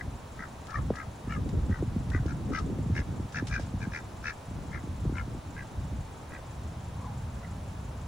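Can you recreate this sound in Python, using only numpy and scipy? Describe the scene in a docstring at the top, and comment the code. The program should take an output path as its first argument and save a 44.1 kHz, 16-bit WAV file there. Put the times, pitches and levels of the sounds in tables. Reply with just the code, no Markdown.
"""Ducks cluck close by, beside a goose feeding on a pavement.
Each cluck is a short rattle of slow pulses ringing through throat and bill, doubled by its echo off
the concrete. Bills scrape and tick on the ground, and wind rumbles and pops on the microphone.
Far traffic and a fine hiss lie behind; near the end a low drone swells and a distant bird whistles."""
import sys
import numpy as np
from scipy import signal
from scipy.fft import rfft, irfft
from scipy.io import wavfile

SR = 44100
rng = np.random.default_rng(int(sys.argv[2]) if len(sys.argv) > 2 else 0)


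def persist_wave(psi):
    """Save psi, clipped to +-1, as 16-bit WAV."""
    counts = np.round(np.clip(psi, -1, 1) * 32767).astype(np.int16)
    wavfile.write(sys.argv[1], SR, np.atleast_2d(counts).T)


N = 355887
OPPOSED = np.array([[1], [-1]])  # flips the right channel's polarity, for width


def gain_of(db):
    """Decibels to amplitude."""
    return 10 ** (np.asarray(db) / 20)


def unit_rms(x):
    """Scales to rms 1."""
    return x / np.sqrt(np.mean(x ** 2) + 1e-20)


def curve_at(points, hz):
    """Reads a curve on a log-frequency axis."""
    f, value = np.transpose(points)
    return np.interp(np.log(hz + 1), np.log(f + 1), value)


def add(mix, s, sound):
    """Mixes a stereo sound in from time s."""
    start = round(s * SR)
    sound = sound[:, max(-start, 0):]
    part = mix[:, max(start, 0):][:, :sound.shape[1]]
    part += sound[:, :part.shape[1]]


def panned(x, left_db=0):
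    """Places a sound by its left-minus-right level."""
    return gain_of([[left_db / 2], [-left_db / 2]]) * x


def noise(spectrum, size=N):
    """Noise of rms 1, coloured by an EQ curve."""
    eq = gain_of(curve_at(spectrum, np.fft.rfftfreq(size, 1 / SR)))
    return unit_rms(irfft(rfft(rng.standard_normal(size)) * eq, size))


def drift(cutoff_hz):
    """Smooth random modulation of rms 1."""
    lowpass = np.exp(-(np.fft.rfftfreq(N, 1 / SR) / cutoff_hz) ** 2)
    return unit_rms(irfft(rfft(rng.standard_normal(N)) * lowpass, N))


def arch(t, rise_s, fall_s, hold_s=0, steepness=2):
    """An envelope that swells to 1 at t = 0, holds, and falls away."""
    return np.exp(-(np.maximum(-t, 0) / rise_s + np.maximum(t - hold_s, 0) / fall_s) ** steepness)


def resonate(x, hz, width_hz):
    """A resonance that can sweep with hz, applied twice for steep skirts."""
    carrier = np.exp(2j * np.pi * np.cumsum(hz * np.ones(len(x))) / SR)
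    r = np.exp(-np.pi * width_hz / SR)
    return 2 * (carrier * signal.lfilter([(1 - r) ** 2], [1, -2 * r, r * r], x / carrier + 1e-18)).real


def puffs(t, times, sizes, rise_s, decay_s):
    """Breath noise that swells up to each of the given times and dies away after it."""
    age = t[:, None] - times
    airflow = (sizes * np.exp(-abs(age) / np.where(age < 0, rise_s, decay_s))).sum(1)
    return airflow * rng.standard_normal(len(t))


# resonances of the bill: (frequency [Hz], width [Hz], gain [dB])
BILL_RESONANCES = [(3890, 840, 1.5), (4400, 390, 3), (5290, 460, 7), (5970, 510, 6)]


def bill_rasp(t, times, sizes, puff_s=.0043, spread=.97):
    """Puffs of air ring the bill: a bright, wide edge on the voice."""
    rushes = [puffs(t, times, sizes, puff_s, puff_s) for _ in range(2)]
    mid, side = [sum(gain_of(db) * resonate(rush, hz, width) for hz, width, db in BILL_RESONANCES)
                 for rush in rushes]
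    return unit_rms(mid + spread * OPPOSED * side)


# the character of each kind of call
BREATHINESS = {"mutter": .75, "croak": .95, "quack": .65}  # breath against snaps [ratio]
FORMANT_WIDTH = {"mutter": .115, "croak": .1, "quack": .11}  # bandwidth [share of the formant's frequency]
CHIRP_S = {"mutter": 0.00058, "croak": 0.00191, "quack": 0.00368}  # how much later higher formants speak [s per octave]
RASP_DB = {"mutter": -23, "croak": -22, "quack": -14}  # bill rasp against the voice [dB]
LEFT_LAG_S = {"mutter": .00002, "croak": .00001, "quack": .00008}  # delay of the left channel [s]
# how far left the clucks sound, narrowing to the centre near the end: (time [s], left minus right [dB])
CLUCK_PAN = [(0, 12), (2.5, 18), (3.0, 4), (3.5, 13), (5.2, 18), (5.7, 2)]
# how much of that pan a formant takes: (frequency [Hz], share [0-1])
FORMANT_PAN = [(1300, 0.65), (1650, 0.54), (2000, 0.22), (2500, .11)]
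# duck calls: (middle snap [s], level [dB], snap rate [Hz], swell [s], fade [s], kind,
# formants of throat and bill as (frequency [Hz], gain [dB]))
CLUCKS = [(0.009, -41, 65.9, 0.046, 0.018, "mutter", [(1680, -5), (1940, 0)]),
          (0.4225, -42.5, 66.2, .058, 0.049, "mutter", [(1310, -5), (1570, -2), (1930, 3)]),
          (0.706, -44.5, 87.3, .027, .05, "croak", [(1340, 5), (1730, 0), (2340, -12)]),
          (0.7554, -38.5, 72.4, 0.033, 0.04, "croak", [(1150, -2), (1350, -1.5), (1790, -3), (2220, -9)]),
          (0.9996, -41.5, 67.65, 0.089, .047, "mutter", [(1300, 2), (1680, 1), (1950, 1.5), (2470, -15)]),
          (1.321, -40, 73.1, 0.049, 0.064, "croak", [(1290, 3), (1780, 1.5), (2200, -2.5), (2860, -10)]),
          (1.741, -44, 65.5, 0.072, .061, "mutter", [(1270, -2), (1530, -2), (1920, 1)]),
          (2.1461, -38.5, 71.9, 0.044, .053, "mutter", [(1260, -4), (1530, -1), (1920, 4), (2500, -16)]),
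          (2.3075, -47, 76.5, 0.056, 0.023, "quack", [(1430, 2), (1690, -3), (2300, -7)]),
          (2.5594, -35.5, 78, 0.047, .046, "quack", [(1320, 0), (1560, -0.5), (1980, -1.5), (2340, -8),
          (2900, -11.5)]), (2.976, -37.5, 79.6, .043, 0.046, "quack", [(1450, -12), (1750, 1.5), (2120, -1),
          (2680, -7)]), (3.3704, -35.5, 77.95, 0.043, 0.043, "quack", [(1410, -10), (1660, 0.5), (2030, -8),
          (2550, -10)]), (3.5376, -36.5, 77.9, 0.048, 0.064, "quack", [(1440, -0.5), (1670, 4.5),
          (1990, -3), (2430, 0)]), (3.827, -44, 84.4, .032, 0.044, "quack", [(1400, -16), (1700, 4),
          (2330, 0.5)]), (3.96, -38.5, 74.25, .058, .054, "quack", [(1420, -7), (1660, 2.5), (1970, 0.5),
          (2440, -2)]), (4.281, -35.5, 79.2, .058, .043, "quack", [(1430, -9), (1680, -1.5), (2010, -4),
          (2520, -4)]), (4.744, -42.5, 69, 0.044, 0.05, "croak", [(1080, -9), (1400, -4), (1780, 2),
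          (2140, 2)]), (5.181, -40, 74.3, .048, 0.04, "croak", [(1010, -7), (1400, 0.5), (1740, -1),
          (2200, 2.5), (2830, -11.5)]), (5.593, -45.5, 71.5, 0.061, .05, "mutter", [(1660, 2), (1990, 1.5),
          (2580, -10)]), (6.3489, -47.5, 71.4, 0.064, 0.05, "mutter", [(1270, -3), (1660, 2), (1950, 0),
          (2500, -7)]), (7.447, -54, 66, 0.035, .036, "mutter", [(1450, 0), (1950, -1)])]


def cluck(s, db, rate, swell_s, fade_s, kind, formants):
    """The syrinx snaps a few times, fastest and hardest mid-call; each snap chirps up, with a puff."""
    t = np.arange(-SR // 9, SR // 9) / SR
    count = np.arange(-6, 7)
    snap_s = count / rate * (1 + .003 * count ** 2)  # slower towards both ends
    snap_s += .0008 * rng.standard_normal(len(count))
    opening = np.maximum(1 - abs(t / np.where(t < 0, swell_s, fade_s)) ** 1.25, 0)
    index = np.clip(np.searchsorted(t, snap_s), 0, len(t) - 1)
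    sizes = opening[index]
    snaps = np.zeros(len(t))
    snaps[index] = sizes * gain_of(1.7 * rng.standard_normal(len(count)))
    breath = puffs(t, snap_s, sizes, rise_s=.003, decay_s=.005)
    drive = unit_rms(snaps) + BREATHINESS[kind] * unit_rms(breath)
    # soft tissue dulls the snaps, and a small bill radiates no bass
    drive = signal.sosfilt(signal.butter(3, (850, 3600), "band", fs=SR, output="sos"), drive)
    # the formants rise as the bill opens, and climb a little within every snap
    snap_phase = (np.interp(t, snap_s, count) + .3) % 1
    tuning = 1 + .08 * (opening - .85) + .06 * (snap_phase - .55)
    dulling_db_per_octave = 14 * (1 - opening)
    left_db = np.interp(s, *np.transpose(CLUCK_PAN))
    voice = np.zeros((2, len(t)))
    for hz, formant_db in formants:
        octaves = np.log2(hz / 1650)  # from the middle of the voice
        wobble = np.interp(t, snap_s, 1 + .022 * rng.standard_normal(len(count)))
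        chirped = np.interp(t - CHIRP_S[kind] * octaves, t, drive)
        ring = resonate(chirped, hz * tuning * wobble, FORMANT_WIDTH[kind] * hz)
        ring *= gain_of(formant_db - dulling_db_per_octave * octaves)
        voice += panned(ring, curve_at(FORMANT_PAN, hz) * left_db)
    voice = unit_rms(voice) + gain_of(RASP_DB[kind]) * bill_rasp(t, snap_s, sizes)
    voice[0] = np.interp(t - LEFT_LAG_S[kind], t, voice[0])
    voice += pavement_echo(t, voice)
    core_rms = np.sqrt(np.mean(voice[:, abs(t) < .02] ** 2))
    return s + t[0], gain_of(db) * voice / core_rms


def pavement_echo(t, voice, delay_s=.002243, gain=.36):
    """The concrete returns the call a moment later, at a slightly different delay in each channel."""
    delays = delay_s * rng.uniform(.875, 1.143, 2)
    return gain * np.array([np.interp(t - delay, t, channel) for channel, delay in zip(voice, delays)])


# reverb decay of the yard: (frequency [Hz], t60 [s])
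YARD_DECAY = [(500, 0.26), (2000, 0.11), (8000, 0.01)]


def yard_reverb(x):
    """A short, thin scatter from a bin, a hedge and the ground."""
    hz, t, bands = signal.stft(rng.standard_normal((2, SR // 3)), SR, nperseg=256)
    decay = gain_of(-60 * t / curve_at(YARD_DECAY, hz)[:, None])
    tail = signal.istft(bands * decay, SR, nperseg=256)[1]
    return signal.fftconvolve(x.mean(0)[None], tail / np.linalg.norm(tail[0]), axes=1)[:, :N]


# EQ of the outdoor bed, mid and side: (frequency [Hz], gain [dB])
AIR_MID_EQ = [(100, 8.5), (250, 1.5), (500, 5), (900, 5), (1300, -1), (2000, -8), (2900, -11.5),
              (3800, -11), (4700, -15.5), (6000, -14), (7500, -18.5), (10000, -21.5), (12000, -61.5),
              (15500, -24.5)]
AIR_SIDE_EQ = [(88, -31), (150, -44), (431, -11), (888, -5), (1760, -23), (2870, -17.5), (3620, -32.5),
               (4950, -26), (5910, -28.5), (8730, -25.5), (10600, -17), (16000, -31.5)]


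def outdoor_air(mid_db=-48.5, side_db=-54):
    """A steady bed of far traffic and fine hiss."""
    return gain_of(mid_db) * noise(AIR_MID_EQ) + OPPOSED * gain_of(side_db) * noise(AIR_SIDE_EQ)


# accents of the hiss, a loop of four beats: (strength [0-1])
HISS_ACCENTS = [0.56, 0.1, 0.59, 0.87]
# EQ of its side signal: (frequency [Hz], gain [dB])
HISS_SIDE_EQ = [(3000, -30), (5800, -18), (7000, 1), (8500, 8), (10400, -1), (12500, -26), (15500, -6)]


def fluttering_hiss(db=-61, beats_per_s=23.91, rise_s=.0078):
    """Faint, wide puffs of high hiss on a quick, even pulse."""
    beats = np.arange(N) / SR * beats_per_s - .5
    age = (beats % 1) / beats_per_s / rise_s
    accent = np.array(HISS_ACCENTS)[np.floor(beats).astype(int) % len(HISS_ACCENTS)]
    mid = unit_rms(resonate(rng.standard_normal(N), hz=7150, width_hz=1400))
    hiss = 1.07 * mid + OPPOSED * noise(HISS_SIDE_EQ)
    return gain_of(db) * accent * age * np.exp(1 - age) * hiss


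# EQ of the wind's two layers: (frequency [Hz], gain [dB])
RUMBLE_EQ = [(13, -49.5), (22, -58), (49, -4.5), (70, -0.5), (125, -5), (260, -16.5), (340, -29),
             (570, -120)]
FLUTTER_EQ = [(110, -8.5), (200, -4), (300, -5.5), (420, -14), (600, -21), (900, -56), (1600, -100)]
# gusts: (time [s], hold [s], rumble level [dB], flutter against rumble [dB]), before the trims
GUSTS = [(0.04, .12, -37, -27), (0.789, 0.14, -31, -12), (1.286, 0.042, -33.5, -10),
         (1.372, 0.36, -30, -7.5), (1.81, 0.61, -32, -9), (2.461, 0.56, -31.5, -5), (3.094, 0.16, -33, -8),
         (3.375, 0.56, -34.5, -11), (4.01, 0.27, -46.5, -22), (4.511, 0.27, -36, -10),
         (4.857, .1, -36.5, -11.5), (5.018, 0.21, -35, -14), (5.272, 0.12, -36.5, -12),
         (5.482, 0.16, -42, -22), (5.792, 0.22, -35, -26)]


def wind(rumble_trim_db=-1, flutter_trim_db=-3, rumble_lumps_db=2, flutter_lumps_db=4):
    """Lumpy turbulence on the microphone: a deep rumble, and a flutter above it in the gusts."""
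    t = np.arange(N) / SR
    rumble_level, flutter_level = gain_of(-45.5), gain_of(-51)  # the breeze between gusts
    for start, hold_s, db, flutter_db in GUSTS:  # gusts add to it in power
        gust = gain_of(db) * arch(t - start, rise_s=.035, fall_s=.0094, hold_s=hold_s, steepness=2.1)
        rumble_level = np.hypot(rumble_level, gust)
        flutter_level = np.hypot(flutter_level, gain_of(flutter_db) * gust)
    # small eddies differ more between left and right than large ones
    rumble = noise(RUMBLE_EQ) + .12 * OPPOSED * noise(RUMBLE_EQ)
    flutter = noise(FLUTTER_EQ) + .37 * OPPOSED * noise(FLUTTER_EQ)
    rumble *= rumble_level * unit_rms(gain_of(rumble_lumps_db * drift(32.4)))
    flutter *= flutter_level * unit_rms(gain_of(flutter_lumps_db * drift(31)))
    return gain_of(rumble_trim_db) * rumble + gain_of(flutter_trim_db) * flutter


# EQ of a bill on concrete: (frequency [Hz], gain [dB])
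PECK_EQ = [(500, 3), (1300, 7), (2500, 12), (4200, 9), (5800, 12), (7500, 3), (10000, 1), (15000, -77)]
# pecks and scuffs: (time [s], level before trim [dB], t60 [s])
PECKS = [(0.6696, -42, 0.041), (0.705, -41.5, 0.055), (0.9564, -41.5, 0.1), (1.491, -42.5, 0.039),
         (2.1015, -36.5, 0.025), (2.262, -41.5, 0.036), (2.587, -37.5, 0.1), (3.3233, -42, 0.05),
         (3.47, -33.5, 0.072), (3.482, -37, 0.064), (3.596, -44, 0.34)]


def peck(s, db, t60, trim_db=-8, attack_s=.000057, spread=.7):
    """A hard bill grates briefly on the concrete."""
    t = np.arange(SR // 8) / SR
    mid, side = noise(PECK_EQ, len(t)), noise(PECK_EQ, len(t))
    stroke = (1 - np.exp(-t / attack_s)) * gain_of(db + trim_db - 60 * t / t60)
    return s, stroke * (mid + spread * OPPOSED * side)


# the catch in a duck's voice: (time [s], level [dB], pitch [Hz])
SQUEAK = (0.7545, -28, 1800)


def squeak(s, db, hz, rise_s=.004, fall_s=.0068):
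    """Mid-call the voice catches, and one resonance rings out nearly pure."""
    t = np.arange(SR // 25) / SR
    envelope = gain_of(db) * arch(t - rise_s, rise_s / 2, fall_s)
    return s, panned(envelope * np.sin(2 * np.pi * hz * t), left_db=4.5)


# single eddies: (time [s], level before trim [dB], settling pitch [Hz])
WIND_POPS = [(0.904, -14.5, 446), (1.07, -31.5, 111), (1.274, -25, 234), (1.563, -18.5, 75.5),
             (1.696, -18.5, 184), (1.706, -21.5, 72), (1.825, -18.5, 320), (1.875, -20.5, 100),
             (1.962, -17, 189), (2.143, -17, 92), (2.149, -21.5, 258), (2.197, -18, 110), (2.257, -23, 293),
             (2.504, -23.5, 350), (2.699, -26.5, 333), (2.787, -25, 296), (2.861, -20, 134),
             (2.899, -20.5, 175), (2.984, -25, 75), (3.198, -24.5, 242), (3.424, -20, 247),
             (3.596, -27.5, 570), (3.739, -23.5, 175), (3.871, -23, 189), (4.51, -32, 217),
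             (4.837, -26.5, 189), (4.873, -30, 301), (5.052, -24, 290), (5.062, -17, 120),
             (5.095, -25.5, 277), (5.123, -25.5, 258), (5.276, -32.5, 295), (5.347, -28.5, 255),
             (5.925, -27.5, 192), (5.985, -22.5, 88.5)]


def wind_pop(s, db, hz, rise_cycles=.72, sag=.48, push_db=-5, push_ratio=.503, trim_db=-2):
    """An eddy hits the microphone: a few quick swings of pressure on a slower, deeper push."""
    t = np.arange(SR // 7) / SR
    age = t * hz / rise_cycles
    turns = hz * t * (1 + sag * np.exp(-age / 2))
    swings = age * np.exp(1 - age) * np.sin(2 * np.pi * turns)
    slow_age = push_ratio * age
    push = gain_of(push_db) * slow_age * np.exp(1 - slow_age) * np.sin(2 * np.pi * push_ratio * turns)
    # the microphone passes no deep bass
    thump = signal.sosfilt(signal.butter(2, 45, "high", fs=SR, output="sos"), swings + push)
    return s, panned(gain_of(db + trim_db) * thump)


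# EQ of grit: (frequency [Hz], gain [dB])
GRIT_EQ = [(1500, -27), (5000, -5), (10000, 15), (15000, -21)]
# tiny sharp ticks: (time [s], level before trim [dB])
GRIT_TICKS = [(2.1022, -52), (2.556, -56), (2.972, -54), (4.457, -54), (6.294, -51), (6.335, -53)]


def grit_tick(s, db, t60=.02, trim_db=-3):
    """A grain of grit clicks on the concrete."""
    t = np.arange(SR // 16) / SR
    return s, panned(gain_of(db + trim_db - 60 * t / t60) * noise(GRIT_EQ, len(t)))


def drone(db=-39, full_at_s=6.95, swell_s=.57):
    """An even, distant rumble, as dark as the wind, swells in late and stays."""
    swell = arch(np.arange(N) / SR - full_at_s, swell_s, swell_s, hold_s=np.inf)
    return panned(gain_of(db) * swell * noise(RUMBLE_EQ))


# a far bird: (peak time [s], level [dB], swell [s], fade [s], melody as (time [s], pitch [Hz]))
WHISTLES = [(7.065, -44, 0.077, 0.059, [(6.931, 862), (6.97, 1039), (7.01, 1060), (7.055, 997),
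            (7.087, 850), (7.14, 866)])]


def bird_whistle(peak_s, db, swell_s, fade_s, melody, warble=.065):
    """One wavering whistle from across the park, swelling and fading."""
    times, pitches = np.transpose(melody)
    t = np.arange(times[0], times[-1], 1 / SR)
    hz = np.interp(t, times, pitches) * (1 + warble * drift(145)[:len(t)])
    envelope = gain_of(db) * arch(t - peak_s, swell_s, fade_s, steepness=1.8)
    return times[0], panned(envelope * np.sin(2 * np.pi * np.cumsum(hz) / SR))


def scene(reverb_db=-13):
    """The birds get a touch of yard reverb; wind and background stay dry."""
    birds, pops = np.zeros((2, N)), np.zeros((2, N))
    for row in CLUCKS:
        add(birds, *cluck(*row))
    add(birds, *squeak(*SQUEAK))
    for row in PECKS:
        add(birds, *peck(*row))
    for row in GRIT_TICKS:
        add(birds, *grit_tick(*row))
    for row in WHISTLES:
        add(birds, *bird_whistle(*row))
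    for row in WIND_POPS:
        add(pops, *wind_pop(*row))
    reverb = gain_of(reverb_db) * yard_reverb(birds)
    return birds + reverb + pops + wind() + drone() + outdoor_air() + fluttering_hiss()


def record(dry, cutoff_hz=15900):
    """A steep low-pass takes the very top off the mix."""
    lowpass = signal.firwin(511, cutoff_hz, window=("kaiser", 9), fs=SR)
    return signal.oaconvolve(dry, lowpass[None], "same")


dry = scene()
out = record(dry)
persist_wave(out)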